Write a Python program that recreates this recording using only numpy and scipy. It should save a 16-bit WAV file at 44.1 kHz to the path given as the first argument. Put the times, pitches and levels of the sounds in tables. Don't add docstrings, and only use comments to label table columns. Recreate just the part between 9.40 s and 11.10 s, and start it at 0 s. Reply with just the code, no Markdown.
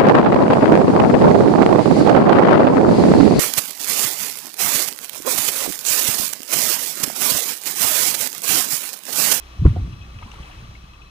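import sys
import numpy as np
from scipy.fft import rfft, irfft, next_fast_len
from scipy.io import wavfile
from scipy.ndimage import map_coordinates

SR = 44100
rng = np.random.default_rng(int(sys.argv[2]) if len(sys.argv) > 2 else 0)


def wav_out(sig):
    wavfile.write(sys.argv[1], SR, np.round(np.clip(np.atleast_2d(sig).T, -1, 1) * 32767).astype(np.int16))


N = 74970

# t/s, level/dB
SLIDE_LEVEL = [(0, -59.5), (.24, -52.5), (.285, -44.5), (.34, -51.5), (.45, -51.5), (.6, -57), (.74, -54.5),
               (.85, -50.5), (.95, -48), (1.1, -49), (1.25, -55), (1.45, -59.5), (1.7, -59.5)]
# f/Hz, correlation
GROUND_COHERENCE = [(100, 1), (300, 0.92), (600, .2)]
FAR_COHERENCE = [(200, 0.66), (900, 0.2), (2000, 0.69), (5700, 0.47), (7000, 0.13)]


def boulder():
    # f/Hz, relative density/dB
    crunch_spectrum = [(150, -6.5), (250, -16), (480, -9), (800, 2), (1200, 0.5), (1700, -7), (2500, -12.5),
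                       (14000, -44.5)]
    landing_s, crunch_rise_s, crunch_fall_s = 0.2603, 0.004, 0.0086
    t = since(landing_s)
    envelope = np.exp(-np.abs(t) / np.where(t < 0, crunch_rise_s, crunch_fall_s))
    crunch = amp(-28) * envelope * spread(rng.standard_normal((2, N)), crunch_spectrum, GROUND_COHERENCE)
    edge = thud(peak_s=0.2566, db=-6.5, hz=309.7, rise_cycles=1, fall_cycles=2.21)
    return edge + push(landing_s, db=4.6, hz=64.3) + crunch


def push(peak_s, db, hz):
    u = (np.pi * hz * since(peak_s)) ** 2
    return amp(db) * (1 - 2 * u) * np.exp(-u)


def thud(peak_s, db, hz, rise_cycles, fall_cycles):
    cycles = since(peak_s) * hz
    envelope = np.exp(-(cycles / np.where(cycles < 0, rise_cycles, fall_cycles)) ** 2)
    return amp(db) * envelope * np.cos(2 * np.pi * cycles)


def blocks():
    # t/s, level/dB, f/Hz
    landings = [(.201, -13.5, 75), (0.224, -12, 136.6), (.277, -5.5, 141), (0.309, -11, 100.5),
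                (0.3661, -27, 330), (0.37, -15.5, 91.5), (0.392, -18.5, 95.5), (0.423, -19, 59),
                (0.458, -24, 65), (.477, -27, 197), (.533, -29.5, 100), (0.61, -28, 88), (.618, -36.5, 149),
                (0.764, -27, 90), (0.832, -30, 84), (.862, -33, 202), (.997, -37.5, 310), (0.999, -33, 160),
                (1.004, -32.5, 57.7), (1.175, -35.5, 59.5), (1.225, -36.5, 154), (1.295, -33, 98),
                (1.441, -38.5, 147)]
    return sum(thud(*row, rise_cycles=0.38, fall_cycles=1.36) for row in landings)


def rumble():
    # t/s, level/dB
    envelope = [(0, -53), (.16, -50.5), (.21, -27.5), (.29, -23), (.35, -29.5), (.46, -30), (.56, -39.5),
                (.68, -44.5), (.85, -42.5), (1.1, -46), (1.28, -41.5), (1.42, -49.5), (1.7, -51)]
    # f/Hz, relative density/dB
    spectrum = [(20, -33.5), (40, 3), (70, 1.5), (110, 3.5), (155, -2), (205, -5), (265, -15), (330, -13.5),
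                (430, -26.5), (900, -43), (3000, -93)]
    return level(envelope) * spread(rng.standard_normal((2, N)), spectrum, GROUND_COHERENCE)


def knocks():
    # t/s, level/dB, f/Hz, t60/s, left-right/dB
    strikes = [(.249, -23.5, 1048, 0.024, -5), (.2633, -18.5, 1400, .016, 1), (.361, -28, 715, 0.086, -8.5),
               (.362, -29, 514, 0.046, -4), (.823, -32, 931, 0.027, 15), (.827, -30.5, 1234, 0.04, -1),
               (0.827, -37, 2143, .03, 10), (.878, -37.5, 1103, 0.037, 2), (0.916, -31.5, 2800, .018, 13),
               (.9163, -36, 6186, 0.01, 12), (.936, -34.5, 950, 0.036, 1), (.986, -36.5, 1150, 0.04, 2),
               (1.097, -36.5, 719, 0.047, -7), (1.352, -38, 2214, 0.051, 10.5)]
    # frequency ratio, level/dB
    stone_modes = [(.66, -17.5), (1.002, -1), (1.251, -14), (2.1, -22.5)]
    out = np.zeros((2, N))
    for start_s, db, hz, t60_s, pan_db in strikes:
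        t = np.maximum(since(start_s), 0)
        ring = np.zeros((2, N))
        for ratio, mode_db in stone_modes:
            rough_rad = 1.05 * wobble(0.16 * hz)
            stereo_rad = rng.normal(0, 0.57, (2, 1))
            ring += amp(mode_db) * np.sin(2 * np.pi * hz * ratio * t + rough_rad + stereo_rad)
        out += ring_envelope(start_s, db, t60_s, attack_s=0.00088) * pan(pan_db) * ring
    return out


def gravel():
    # f/Hz, relative density/dB
    spectrum = [(150, -27), (350, -1), (600, -2), (950, 0.5), (1600, -3), (2500, -4), (4000, -10.5),
                (7000, -20.5), (10000, -19.5), (11000, -34.5), (15500, -30)]
    grains_per_s, size_spread_db = 8300, 0.5
    hits = rng.random((2, N)) < grains_per_s / SR
    grains = hits * rng.standard_normal((2, N)) * amp(size_spread_db * rng.standard_normal(N))
    surges = amp(0.91 * wobble(45.75))
    return level(SLIDE_LEVEL) * surges * pan(db=3.5) * spread(grains, spectrum, FAR_COHERENCE)


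def pebbles(count):
    centre_hz, spread_octaves, decay_cycles = 1403, 1.19, 4.5
    t = np.arange(1024) / SR
    out = np.zeros((2, N + len(t)))
    for start, (pitch, size, side) in zip(rng.integers(0, N, count), rng.uniform(-1, 1, (count, 3))):
        cycles = t * centre_hz * 2 ** (spread_octaves * pitch)
        click = np.sin(2 * np.pi * cycles) * np.exp(-cycles / decay_cycles)
        out[:, start:start + len(t)] += amp(4 + 3.5 * size) * pan(2.1 + 4 * side) * click
    return level(SLIDE_LEVEL) * out[:, :N]


def chute():
    # t/s, level/dB
    clanks = [(0.524, -45), (.612, -45), (.784, -44), (.829, -45.5), (1.026, -42), (1.111, -44),
              (1.531, -44), (1.615, -44)]
    # f/Hz, width/Hz, relative level/dB
    steel_modes = [(2583, 160, 1), (2864, 190, -5), (3276, 200, -3.5)]
    blows = sum(ring_envelope(start_s, db, t60_s=0.1, attack_s=0.0027) for start_s, db in clanks)
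    ring = unit(sum(amp(db) * band(hz, width_hz) for hz, width_hz, db in steel_modes))
    return blows * pan(db=8.5) * ring


def plant():
    # f/Hz, relative density/dB
    hiss_spectrum = [(150, -15), (320, 3), (450, -3), (800, -5.5), (1350, 1.5), (1550, -6), (2650, -5),
                     (3350, -4.5), (3750, -7.5), (4500, -9.5), (5500, -10), (6400, -12.5), (7000, -18.5),
                     (10000, -21), (15500, -26.5)]
    # t/s, level/dB
    hiss_level = [(0, -48), (.6, -51.5), (1.2, -49), (1.7, -55)]
    # f/Hz, left-right/dB
    hiss_pan = [(300, 0.5), (800, -10), (1200, -3.5), (1700, 9.5), (3400, 10), (4100, -2.5), (4800, 3),
                (6200, 9), (7500, -1)]
    # f/Hz, width/Hz, level/dB, left-right/dB
    whines = [(1165, 120, -56, 0), (2579, 33, -63.5, 12), (4030, 130, -63, -2.5), (5647, 90, -71.5, 5.5)]
    # f/Hz, level/dB
    drone = [(29.5, -49.5), (60, -47)]
    hiss = spread(rng.standard_normal((2, N)), hiss_spectrum, FAR_COHERENCE)
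    out = level(hiss_level) * unit(filtered(hiss, lambda hz: pan(along(hiss_pan, hz))))
    for hz, width_hz, db, pan_db in whines:
        out += amp(db + 0.82 * wobble(25.2)) * pan(pan_db) * band(hz, width_hz)
    for hz, db in drone:
        peak = np.sqrt(2) * amp(db + 2.5 * wobble(8.34))
        out += peak * np.sin(2 * np.pi * hz * since(0) + 0.5 * wobble(7.4))
    return out


def amp(db):
    return 10 ** (np.asarray(db) / 20)


def unit(x):
    return x / np.sqrt(np.mean(x ** 2) + 1e-20)


def along(points, hz):
    knots_hz, values = np.transpose(points)
    return np.interp(np.log(hz + 1), np.log(knots_hz + 1), values)


def since(start_s):
    return np.arange(N) / SR - start_s


def level(points):
    return amp(np.interp(since(0), *np.transpose(points)))


def ring_envelope(start_s, db, t60_s, attack_s):
    t = np.maximum(since(start_s), 0)
    return amp(db - 60 * t / t60_s) * (1 - np.exp(-t / attack_s))


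def wobble(knots_per_s):
    return map_coordinates(rng.standard_normal(400), [np.arange(N) * knots_per_s / SR], mode="mirror")


def filtered(x, response):
    size = next_fast_len(N + SR // 4)
    return irfft(rfft(x, size) * response(np.fft.rfftfreq(size, 1 / SR)), size)[..., :N]


def pan(db):
    return amp(np.array([[0.5], [-0.5]]) * db)


def spread(pair, spectrum, coherence):
    def mid_side_gains(hz):
        angle = np.arccos(np.clip(along(coherence, hz), -1, 1)) / 2
        return amp(along(spectrum, hz)) * [np.cos(angle), np.sin(angle)]
    mid, side = filtered(pair, mid_side_gains)
    return unit(np.array([mid + side, mid - side]))


def band(centre_hz, width_hz):
    noise = rng.standard_normal(N) + 0.86 * rng.standard_normal((2, N))
    return unit(filtered(noise, lambda hz: 1 / (1 + (2 * (hz - centre_hz) / width_hz) ** 2)))


def arrive(pair, right_late_s):
    return filtered(pair, lambda hz: np.exp(1j * np.pi * hz * right_late_s * np.array([[1], [-1]])))


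def scene():
    ground = arrive(boulder() + blocks() + rumble(), right_late_s=0.00034)
    far = arrive(gravel() + plant() + chute(), right_late_s=-0.00028)
    return ground + knocks() + pebbles(count=130) + far


def record(dry):
    ceiling, hardness, top_hz = 0.92, 27, 15750
    clipped = dry / (1 + np.abs(dry / ceiling) ** hardness) ** (1 / hardness)
    return filtered(clipped, lambda hz: hz < top_hz)


dry = scene()
out = record(dry)
wav_out(out)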